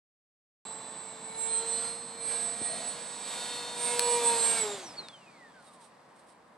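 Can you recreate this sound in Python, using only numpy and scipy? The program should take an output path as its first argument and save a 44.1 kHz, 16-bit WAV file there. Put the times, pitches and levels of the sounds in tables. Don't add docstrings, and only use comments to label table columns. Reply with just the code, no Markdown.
import sys
import numpy as np
from scipy import signal
from scipy.fft import rfft, irfft
from scipy.io import wavfile
from scipy.ndimage import uniform_filter1d, map_coordinates

SR = 44100
rng = np.random.default_rng(int(sys.argv[2]) if len(sys.argv) > 2 else 0)


def log_audio(samples):
    frames = np.atleast_2d(samples).T
    limited = np.clip(frames, -1, 1)
    pcm = np.round(limited * 32767).astype(np.int16)
    wavfile.write(sys.argv[1], SR, pcm)


N = 289869
T = np.arange(N) / SR

CUT_S, IDLE_S, DRIVE_STOP_S, STALL_S = 4.58, 4.9, 0.14, 6.0
AIRSPEED_M_S, SOUND_M_S, SWITCHING_HZ = 10.6, 343, 7750
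TURN_S = (4.65, 4.87)
POLE_ROUGHNESS = 0.18

# t/s, f/Hz
SHAFT_RATE = [(0.67, 223.3), (1.35, 223.3), (1.5, 227.3), (1.62, 228.2), (1.84, 232.0), (2.0, 233.1),
              (2.16, 231.7), (2.5, 233.1), (2.65, 236.0), (2.99, 238.3), (3.25, 237.2), (3.47, 241.1),
              (3.63, 239.7), (3.8, 239.7), (3.92, 240.7), (4.09, 239.5), (4.23, 237.0), (4.38, 231.9),
              (4.57, 228.1), (4.6, 223.5), (4.65, 212), (4.75, 199.5), (4.82, 182.0), (4.9, 147.7),
              (4.95, 129.5), (5.04, 107.6), (5.15, 87.8), (5.28, 68.9), (5.42, 54), (5.6, 40.5),
              (5.85, 23.9), (6.1, 8)]
# t/s, v/(m/s)
RADIAL_VELOCITY = [(0.67, -7.6), (1.32, -5.03), (1.92, 3.37), (2.82, 7.36), (3.2, 10.59), (3.78, 9.72),
                   (4.16, 4.89), (4.56, -7.79), (4.89, -13.57)]
# t/s, level/dB
FLYBY_LEVEL = [(0.67, -14), (1.3, -15.5), (1.48, -9.5), (1.86, -6.5), (2.0, -13.5), (2.2, -13.5),
               (2.32, -6), (2.56, -9.5), (2.82, -7), (3.1, -11), (3.24, -10.5), (3.32, -6), (3.46, -6),
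               (3.74, -8.5), (3.86, -2.5), (4.3, 0), (4.58, 0.5), (4.84, -9.5), (5.15, -21), (6.55, -31.5)]
# order, relative level/dB
RASP_ORDERS = [(1, -19), (3, -9.5), (5, -18.5), (6, -12.5), (7, -13), (8, -14), (9, -16.5), (11, -15.5),
               (12, -17.5), (13, -18), (14, -17.5), (15, -17.5), (16, -15.5), (17, -15.5), (19, -15),
               (20, -20), (34, -13)]
# t/s, half-width/s, order, gain/dB
BANKING_FLARES = [(1.47, .08, 10, 7), (1.48, .1, 12, 12), (1.53, .12, 8, 9.5), (1.55, .11, 14, 9),
                  (1.6, .08, 6, 10), (1.7, .06, 12, 6), (1.76, .06, 13, 10), (1.85, .07, 6, 9),
                  (2.35, .12, 7, 7), (2.35, .08, 17, 7), (2.6, .42, 1, 15), (2.55, .25, 3, 9),
                  (2.7, .2, 8, 9), (2.9, .1, 12, 6), (3.35, .1, 10, 8), (3.55, .16, 13, 9), (3.5, .2, 6, 5),
                  (3.55, .14, 11, 5), (3.83, .06, 16, 6), (3.92, .07, 9, 10.5), (3.93, .07, 11, 7),
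                  (3.93, .09, 13, 5), (3.95, .07, 6, 4), (4.05, .11, 12, 6), (4.16, .06, 8, 8),
                  (4.2, .14, 6, -5), (4.26, .07, 3, 6), (4.27, .12, 5, 7), (4.3, .054, 7, 8),
                  (4.32, .055, 11, 11), (4.493, .09, 7, 5.5), (4.54, .08, 12, 6), (4.53, .04, 17, 6)]

# t/s, relative level/dB
BLADE_LEVEL = [(0.67, -58), (1.16, -57.5), (1.63, -44.5), (2.09, -53), (2.33, -46.5), (3.29, -59),
               (3.67, -51.5), (4.13, -33.5), (4.34, -32.5), (4.58, -49), (4.66, -36), (4.93, -65)]
OCTAVE_LEVEL = [(.67, -56), (1.2, -60.5), (1.58, -47), (2.0, -66.5), (2.9, -65), (3.1, -56.5), (3.7, -51.5),
                (3.92, -41.5), (4.3, -33.5), (4.5, -47.5), (4.7, -48.5), (4.85, -72)]
AIRFRAME_LEVEL = [(0.67, -71.5), (1.4, -60), (1.6, -66), (2.05, -69.5), (2.3, -55), (2.6, -57), (2.9, -68),
                  (3.6, -65), (3.85, -59), (4.03, -48), (4.2, -46), (4.3, -48), (4.39, -59), (4.5, -44),
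                  (4.6, -44.5), (4.68, -56), (4.8, -64)]
COMMUTATION_LEVEL = [(0.67, -44), (1.1, -44), (1.17, -56), (1.25, -43.5), (1.34, -46), (1.4, -34),
                     (1.46, -36), (1.54, -28), (1.6, -34), (1.64, -45), (1.7, -32), (1.8, -32.5),
                     (2.1, -47.5), (2.16, -50), (2.25, -34.5), (2.44, -31.5), (2.56, -40), (2.66, -30),
                     (2.84, -48.5), (2.89, -31.5), (2.96, -51), (3.03, -48.5), (3.25, -52), (3.36, -49.5),
                     (3.74, -51), (3.85, -31.5), (3.93, -34), (3.99, -44.5), (4.03, -34.5), (4.06, -43.5),
                     (4.1, -31), (4.15, -29), (4.2, -43), (4.28, -25), (4.35, -34), (4.44, -27),
                     (4.56, -33.5), (4.62, -26.5), (4.66, -47), (4.73, -43.5), (4.79, -61)]
POLE_LEVEL = [(0.67, -58), (1.2, -62), (1.36, -52.5), (1.46, -54), (1.53, -44), (1.6, -45), (1.67, -49.5),
              (1.76, -45.5), (1.88, -49), (2.0, -52), (2.15, -55), (2.35, -50), (2.55, -56), (2.72, -49),
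              (3.15, -57), (3.47, -48), (3.89, -50.5), (3.95, -60), (4.0, -44), (4.08, -42.5), (4.22, -51),
              (4.31, -38), (4.35, -45.5), (4.42, -42.5), (4.55, -49.5), (4.64, -49), (4.72, -48),
              (4.78, -58)]
SIDEBAND_LEVEL = [(0.67, -67), (3.7, -65), (4.2, -50), (4.3, -37), (4.34, -44.5), (4.42, -34), (4.6, -40.5),
                  (4.67, -64)]
SWITCHING_LEVEL = [(0.67, -53), (0.78, -54), (0.92, -58), (1.34, -52.5), (1.44, -33), (1.51, -47),
                   (1.58, -35), (1.65, -44), (1.73, -38), (1.93, -50.5), (2.17, -50.5), (2.26, -43),
                   (2.47, -37.5), (2.6, -49), (2.68, -40), (2.74, -58), (2.8, -44), (2.88, -37),
                   (2.97, -53), (3.03, -44), (3.5, -44.5), (3.63, -55.5), (3.95, -44.5), (4.02, -34.5),
                   (4.13, -29), (4.21, -44.5), (4.27, -31.5), (4.33, -48.5), (4.41, -34.5), (4.5, -36.5),
                   (4.57, -45), (4.73, -47), (4.8, -63)]
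LOWER_BEAT_LEVEL = [(0.67, -63.5), (1.3, -66.5), (1.47, -57), (2.05, -67.5), (2.75, -58.5), (3.18, -58),
                    (3.3, -46.5), (3.75, -47), (3.92, -44.5), (4.08, -58.5), (4.29, -43.5), (4.36, -62.5)]
# t/s, level/dB
TRAFFIC_LEVEL = [(.65, -63), (2.7, -58), (3.3, -65.5), (4.6, -65), (5.4, -68), (6.5, -73.5)]

# f/Hz, relative spectral level/dB
RUSH_SPECTRUM = [(40, -30.5), (90, -18), (125, -4.5), (220, 2.5), (350, -3), (600, 5), (1050, 4),
                 (1300, -2), (2400, -3.5), (3200, -12), (5000, -10.5), (9000, -49.5), (14000, -72.5)]
HISS_SPECTRUM = [(1200, -8.5), (2800, 0.5), (3700, 7.5), (4500, 5), (5500, 1.5), (6800, 1.5), (8400, 10),
                 (10000, -11), (11800, -24.5), (12600, -28.5), (14000, -57.5)]
SIZZLE_SPECTRUM = [(7000, -20.5), (9200, -1), (10700, 0.5), (11600, -3.5), (12400, -23), (13500, -59)]
FIELD_SPECTRUM = [(18, -78), (30, -49.5), (49, -15), (87, -24), (169, -2.5), (353, -4), (400, -9),
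                  (443, -2), (1110, -1), (1390, -9), (1930, -10.5), (2370, -20.5), (6890, -32), (8440, -26),
                  (12000, -36), (13200, -70), (16000, -84.5)]
SLEEVE_SPECTRUM = [(1500, -18), (3800, -2), (5500, -7), (7000, -11), (8400, 4), (10500, -6), (12000, -22),
                   (15000, -45)]
TRAFFIC_SPECTRUM = [(70, -25.5), (125, -2.5), (220, 5.5), (320, -8), (600, -47.5)]
BREEZE_SPECTRUM = [(25, -25), (58, 7), (130, 0), (400, -37)]
HOOT_SPECTRUM = [(520, -30), (600, -3), (662, 3), (740, -3), (850, -40), (2000, -90)]
SWELL_SPECTRUM = [(60, -20), (170, 5), (1000, 6), (2500, -7), (6000, -35), (14000, -70)]

# t/s, peak before panning/dB, left minus right/dB, cutoff f/Hz
CAMERA_CLICKS = [(3.9941, -8, 5, 14000), (4.0041, -22, 1, 10000), (5.0852, -31.5, 2, 6800)]
# f/Hz, T60/s, relative level/dB
SHELL_MODES = [(1730, 0.0049, -11.5), (2420, 0.0056, -10.5), (4200, 0.0049, -5), (4920, 0.0036, -5.5),
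               (8720, 0.0025, 6), (10570, 0.0032, -2.5), (13560, 0.0011, -5)]
# f/Hz, half-width/Hz, gain/dB
AIRFRAME_RESPONSE = [(6200, 900, 10), (5050, 250, 4), (4300, 210, 25), (3780, 170, 11), (3500, 90, 9),
                     (3350, 50, -9), (3170, 130, 9), (2880, 60, -7), (2630, 45, -9), (2500, 110, 6),
                     (2340, 35, -9), (2130, 60, 5), (1910, 130, 11), (1670, 50, -8), (1500, 90, 10),
                     (1330, 50, -10), (1170, 70, 4), (990, 130, 9)]
# harmonic, f/Hz, half-width/Hz, gain/dB
OVERTONE_BANDS = [(2, 6100, 400, -10), (2, 4500, 600, -9), (2, 3300, 450, -7.5), (3, 4300, 300, -1.5),
                  (3, 3750, 150, 1)]
# t/s, half-width/s, level/dB
SLEEVE_STROKES = [(5.663, 0.05, -63), (5.746, .025, -63.5), (5.837, 0.04, -60), (6.193, 0.033, -66.5),
                  (6.303, 0.038, -64.5)]


def undb(db):
    return 10 ** (np.asarray(db) / 20)


def curve(table):
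    return np.interp(T, *np.transpose(table))


def ramp(start_s, end_s):
    return np.clip((T - start_s) / (end_s - start_s), 0, 1)


def bell(x, centre, half_width):
    return np.exp(-((x - centre) / half_width) ** 2)


def pan(db):
    return undb(np.array([[db], [-db]]) / 2)


def walk(rate_hz):
    hold = int(SR / rate_hz)
    steps = np.repeat(rng.standard_normal(N // hold + 1), hold)
    smooth = uniform_filter1d(uniform_filter1d(steps, hold), hold)[:N]
    return smooth / smooth.std()


def noise(spectrum, wide_hz, width):
    f = np.arange(N // 2 + 1) * SR / N + 1
    hz, db = np.transpose(spectrum)
    mid, side = rfft(rng.standard_normal((2, N))) * undb(np.interp(np.log(f), np.log(hz), db))
    side = side * width * (f + wide_hz / 8) / (f + wide_hz)
    stereo = irfft(np.array([mid + side, mid - side]), N)
    return stereo / stereo.std()


def tone(phase, flutter_db, jitter_rad):
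    return np.sqrt(2) * np.sin(phase + jitter_rad * walk(60)) * undb(flutter_db * walk(30))


def shadowed_tone(phase, pan_db, flutter_db, jitter_rad):
    phase = phase + jitter_rad * walk(60)
    left = np.sin(phase + 0.75 * walk(8)) * undb(1.5 * walk(9.4))
    return np.sqrt(2) * np.array([left, np.sin(phase)]) * undb(flutter_db * walk(30)) * pan(pan_db)


def head_on():
    return np.clip(curve(RADIAL_VELOCITY) / AIRSPEED_M_S, 0, 1) ** 2


def flyby_gain(db, growth, head_on_db):
    return undb(db + growth * curve(FLYBY_LEVEL) + head_on_db * head_on())


def banking_db(order):
    return sum(db * bell(T, s, half) for s, half, k, db in BANKING_FLARES if k == order)


def throttle():
    return 1 - ramp(CUT_S, IDLE_S)


def drive():
    return 1 - ramp(IDLE_S - DRIVE_STOP_S, IDLE_S)


def blade_hum(shaft_angle):
    loading = 1 - ramp(IDLE_S, IDLE_S + DRIVE_STOP_S)
    hum = undb(curve(BLADE_LEVEL)) * tone(2 * shaft_angle, flutter_db=1.13, jitter_rad=0.061)
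    octave = undb(curve(OCTAVE_LEVEL)) * tone(4 * shaft_angle, flutter_db=1.0, jitter_rad=0.064)
    return loading * (hum + octave)


def blade_rasp(shaft_angle):
    tilt_db_per_octave = 3.5 * head_on()
    rasp = 0
    for order, db in RASP_ORDERS:
        partial = tone(order * shaft_angle + rng.uniform(0, 2 * np.pi), flutter_db=1.3, jitter_rad=0.15)
        ground_db = 1.4 * walk(6)
        beam_db = tilt_db_per_octave * min(np.log2(order / 5.4), 1)
        rasp = rasp + partial * undb(db + banking_db(order) + ground_db + beam_db)
    return drive() * flyby_gain(-40.5, growth=1.29, head_on_db=0.47) * rasp


def airframe_ring(shaft_angle):
    gain = drive() * undb(curve(AIRFRAME_LEVEL) + banking_db(order=10))
    return gain * tone(10 * shaft_angle, flutter_db=2.5, jitter_rad=0.15)


def propeller_rush(shaft_angle):
    body = noise(RUSH_SPECTRUM, wide_hz=1816, width=0.8) * pan(0.6)
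    body *= flyby_gain(-40.5, growth=0.9, head_on_db=0.1)
    hiss = noise(HISS_SPECTRUM, wide_hz=5030, width=0.47) * pan(-3)
    hiss *= flyby_gain(-38, growth=1.31, head_on_db=3.9)
    sizzle = noise(SIZZLE_SPECTRUM, wide_hz=3000, width=1.0) * pan(6.6)
    sizzle *= flyby_gain(-47.5, growth=1.9, head_on_db=5.1)
    chop = 1 + 0.24 * np.cos(2 * shaft_angle)
    return body + chop * (hiss + sizzle)


def motor_whine(shaft_angle):
    whine = shadowed_tone(36 * shaft_angle, pan_db=-8, flutter_db=1.5, jitter_rad=0.086)
    whine *= undb(curve(COMMUTATION_LEVEL) - 2)
    pole_gain = undb(curve(POLE_LEVEL)) * (1 + POLE_ROUGHNESS * walk(350))
    poles = pole_gain * tone(18 * shaft_angle, flutter_db=1.5, jitter_rad=0.21) * pan(-1)
    sideband = shadowed_tone(38 * shaft_angle, pan_db=-10.5, flutter_db=2.5, jitter_rad=0.15)
    sideband *= throttle() * undb(curve(SIDEBAND_LEVEL))
    return drive() * (whine + poles + sideband)


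def speed_controller(shaft_angle):
    doppler_hz = SWITCHING_HZ / (1 - curve(RADIAL_VELOCITY) / SOUND_M_S)
    phase = 2 * np.pi * np.cumsum(doppler_hz) / SR
    carrier = shadowed_tone(phase, pan_db=-14.5, flutter_db=1.4, jitter_rad=0.097)
    carrier *= undb(curve(SWITCHING_LEVEL) - 3)
    lower_gain = undb(curve(LOWER_BEAT_LEVEL)) * (1 + POLE_ROUGHNESS * walk(350))
    lower_beat = lower_gain * tone(phase - 18 * shaft_angle, flutter_db=2.0, jitter_rad=0.25)
    flare = undb(11.3 * bell(T, 1.86, 0.085))
    upper_gain = flare * flyby_gain(-57.5, growth=0.95, head_on_db=0.86)
    upper_beat = upper_gain * tone(54 * shaft_angle - phase, flutter_db=3, jitter_rad=0.4)
    return drive() * carrier + throttle() * (lower_beat + upper_beat)


def port_delay(stereo):
    left_lead_ms = np.interp(T, TURN_S, (0.018, -0.038))
    right_index = (T - left_lead_ms / 1000) * SR
    return np.array([stereo[0], map_coordinates(stereo[1], [right_index], order=3)])


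def tree_echo(stereo, t60_s, db):
    t = T[:SR]
    mid, side = rng.standard_normal((2, SR)) * undb(-60 * t / t60_s) * (1 - np.exp(-t / 0.082))
    lowpass = signal.butter(1, 3500, fs=SR, output="sos")
    tail = signal.sosfilt(lowpass, [mid + 0.15 * side, mid - 0.15 * side])
    tail /= np.sqrt(np.sum(tail[0] ** 2))
    return undb(db) * signal.fftconvolve(stereo, tail, axes=1)[:, :N]


def field_ambience():
    fade_db = -4 * ramp(*TURN_S) - 0.72 * T
    distant = noise(FIELD_SPECTRUM, wide_hz=600, width=0.81) * undb(-50.5 + fade_db + 0.55 * walk(6.5))
    rumble = noise(TRAFFIC_SPECTRUM, wide_hz=900, width=0.48) * undb(curve(TRAFFIC_LEVEL) + walk(5.4))
    gust_db = 8 * bell(T, 1.65, 0.25)
    breeze_gain = undb(-77 + fade_db + gust_db + 2.5 * walk(6.1))
    breeze = breeze_gain * noise(BREEZE_SPECTRUM, wide_hz=11.15, width=0.36) * pan(3.5)
    return distant + rumble + breeze


def finger_bump():
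    scaled_time = (T - 2.6165) / 0.0009
    return undb(-24.5) * -scaled_time * np.exp(-scaled_time ** 2)


def far_hoot():
    return undb(-46.5) * bell(T, 2.768, 0.12) * noise(HOOT_SPECTRUM, wide_hz=900, width=0.23)


def camera_clicks():
    clicks, contact_s = 0, 0.0009
    for s, db, pan_db, cutoff_hz in CAMERA_CLICKS:
        t = np.maximum(T - s, 0)
        ring = sum(undb(mode_db - 60 * t / t60) * np.sin(2 * np.pi * hz * t)
                   for hz, t60, mode_db in SHELL_MODES)
        decay = np.exp(-t / contact_s)
        crack = 0.3 * rng.standard_normal((2, N)) * decay
        lowpass = signal.butter(4, cutoff_hz, fs=SR, output="sos")
        click = signal.sosfilt(lowpass, (ring + crack) * (1 - decay))
        clicks = clicks + undb(db) * pan(pan_db) * click / np.abs(click).max()
    return clicks


def coasting_rotor(shaft_angle, shaft_hz):
    phase, hz = 36 * shaft_angle, 36 * shaft_hz
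    response_db = sum(db * bell(hz, centre, half) for centre, half, db in AIRFRAME_RESPONSE)
    whine = undb(response_db) * tone(phase, flutter_db=2.0, jitter_rad=0.25) * pan(-1.1)
    overtones = sum(undb(db) * bell(k * hz, centre, half) * tone(k * phase, flutter_db=2.5, jitter_rad=0.5)
                    for k, centre, half, db in OVERTONE_BANDS)
    fade = undb(-61 - 9 * np.maximum(T - IDLE_S, 0))
    freewheeling = (1 - drive()) * (1 - ramp(STALL_S - 0.17, STALL_S))
    return fade * freewheeling * (whine + overtones)


def low_swell():
    return undb(-50.5) * bell(T, 5.01, 0.06) * noise(SWELL_SPECTRUM, wide_hz=1800, width=1.0)


def sleeve_rustle():
    strokes = sum(undb(db) * bell(T, s, half) for s, half, db in SLEEVE_STROKES)
    return strokes * undb(2 * walk(120)) * noise(SLEEVE_SPECTRUM, wide_hz=5000, width=0.68) * pan(-7)


def scene():
    shaft_hz = curve(SHAFT_RATE) * (1 + 0.0005 * walk(18))
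    angle = 2 * np.pi * np.cumsum(shaft_hz) / SR
    propeller = blade_hum(angle) + blade_rasp(angle) + airframe_ring(angle) + propeller_rush(angle)
    motor = motor_whine(angle) + coasting_rotor(angle, shaft_hz) + speed_controller(angle)
    plane = port_delay(propeller + motor)
    echo = tree_echo(plane, t60_s=0.29, db=-23)
    handling = finger_bump() + camera_clicks() + sleeve_rustle()
    return plane + echo + handling + field_ambience() + far_hoot() + low_swell()


def record(dry):
    start_s = 0.652
    highpass = signal.butter(6, 56, "high", fs=SR, output="sos")
    lowpass = signal.ellip(8, 0.2, 70, 16000, fs=SR, output="sos")
    return signal.sosfilt(lowpass, signal.sosfilt(highpass, dry * (T >= start_s)))


dry = scene()
out = record(dry)
log_audio(out)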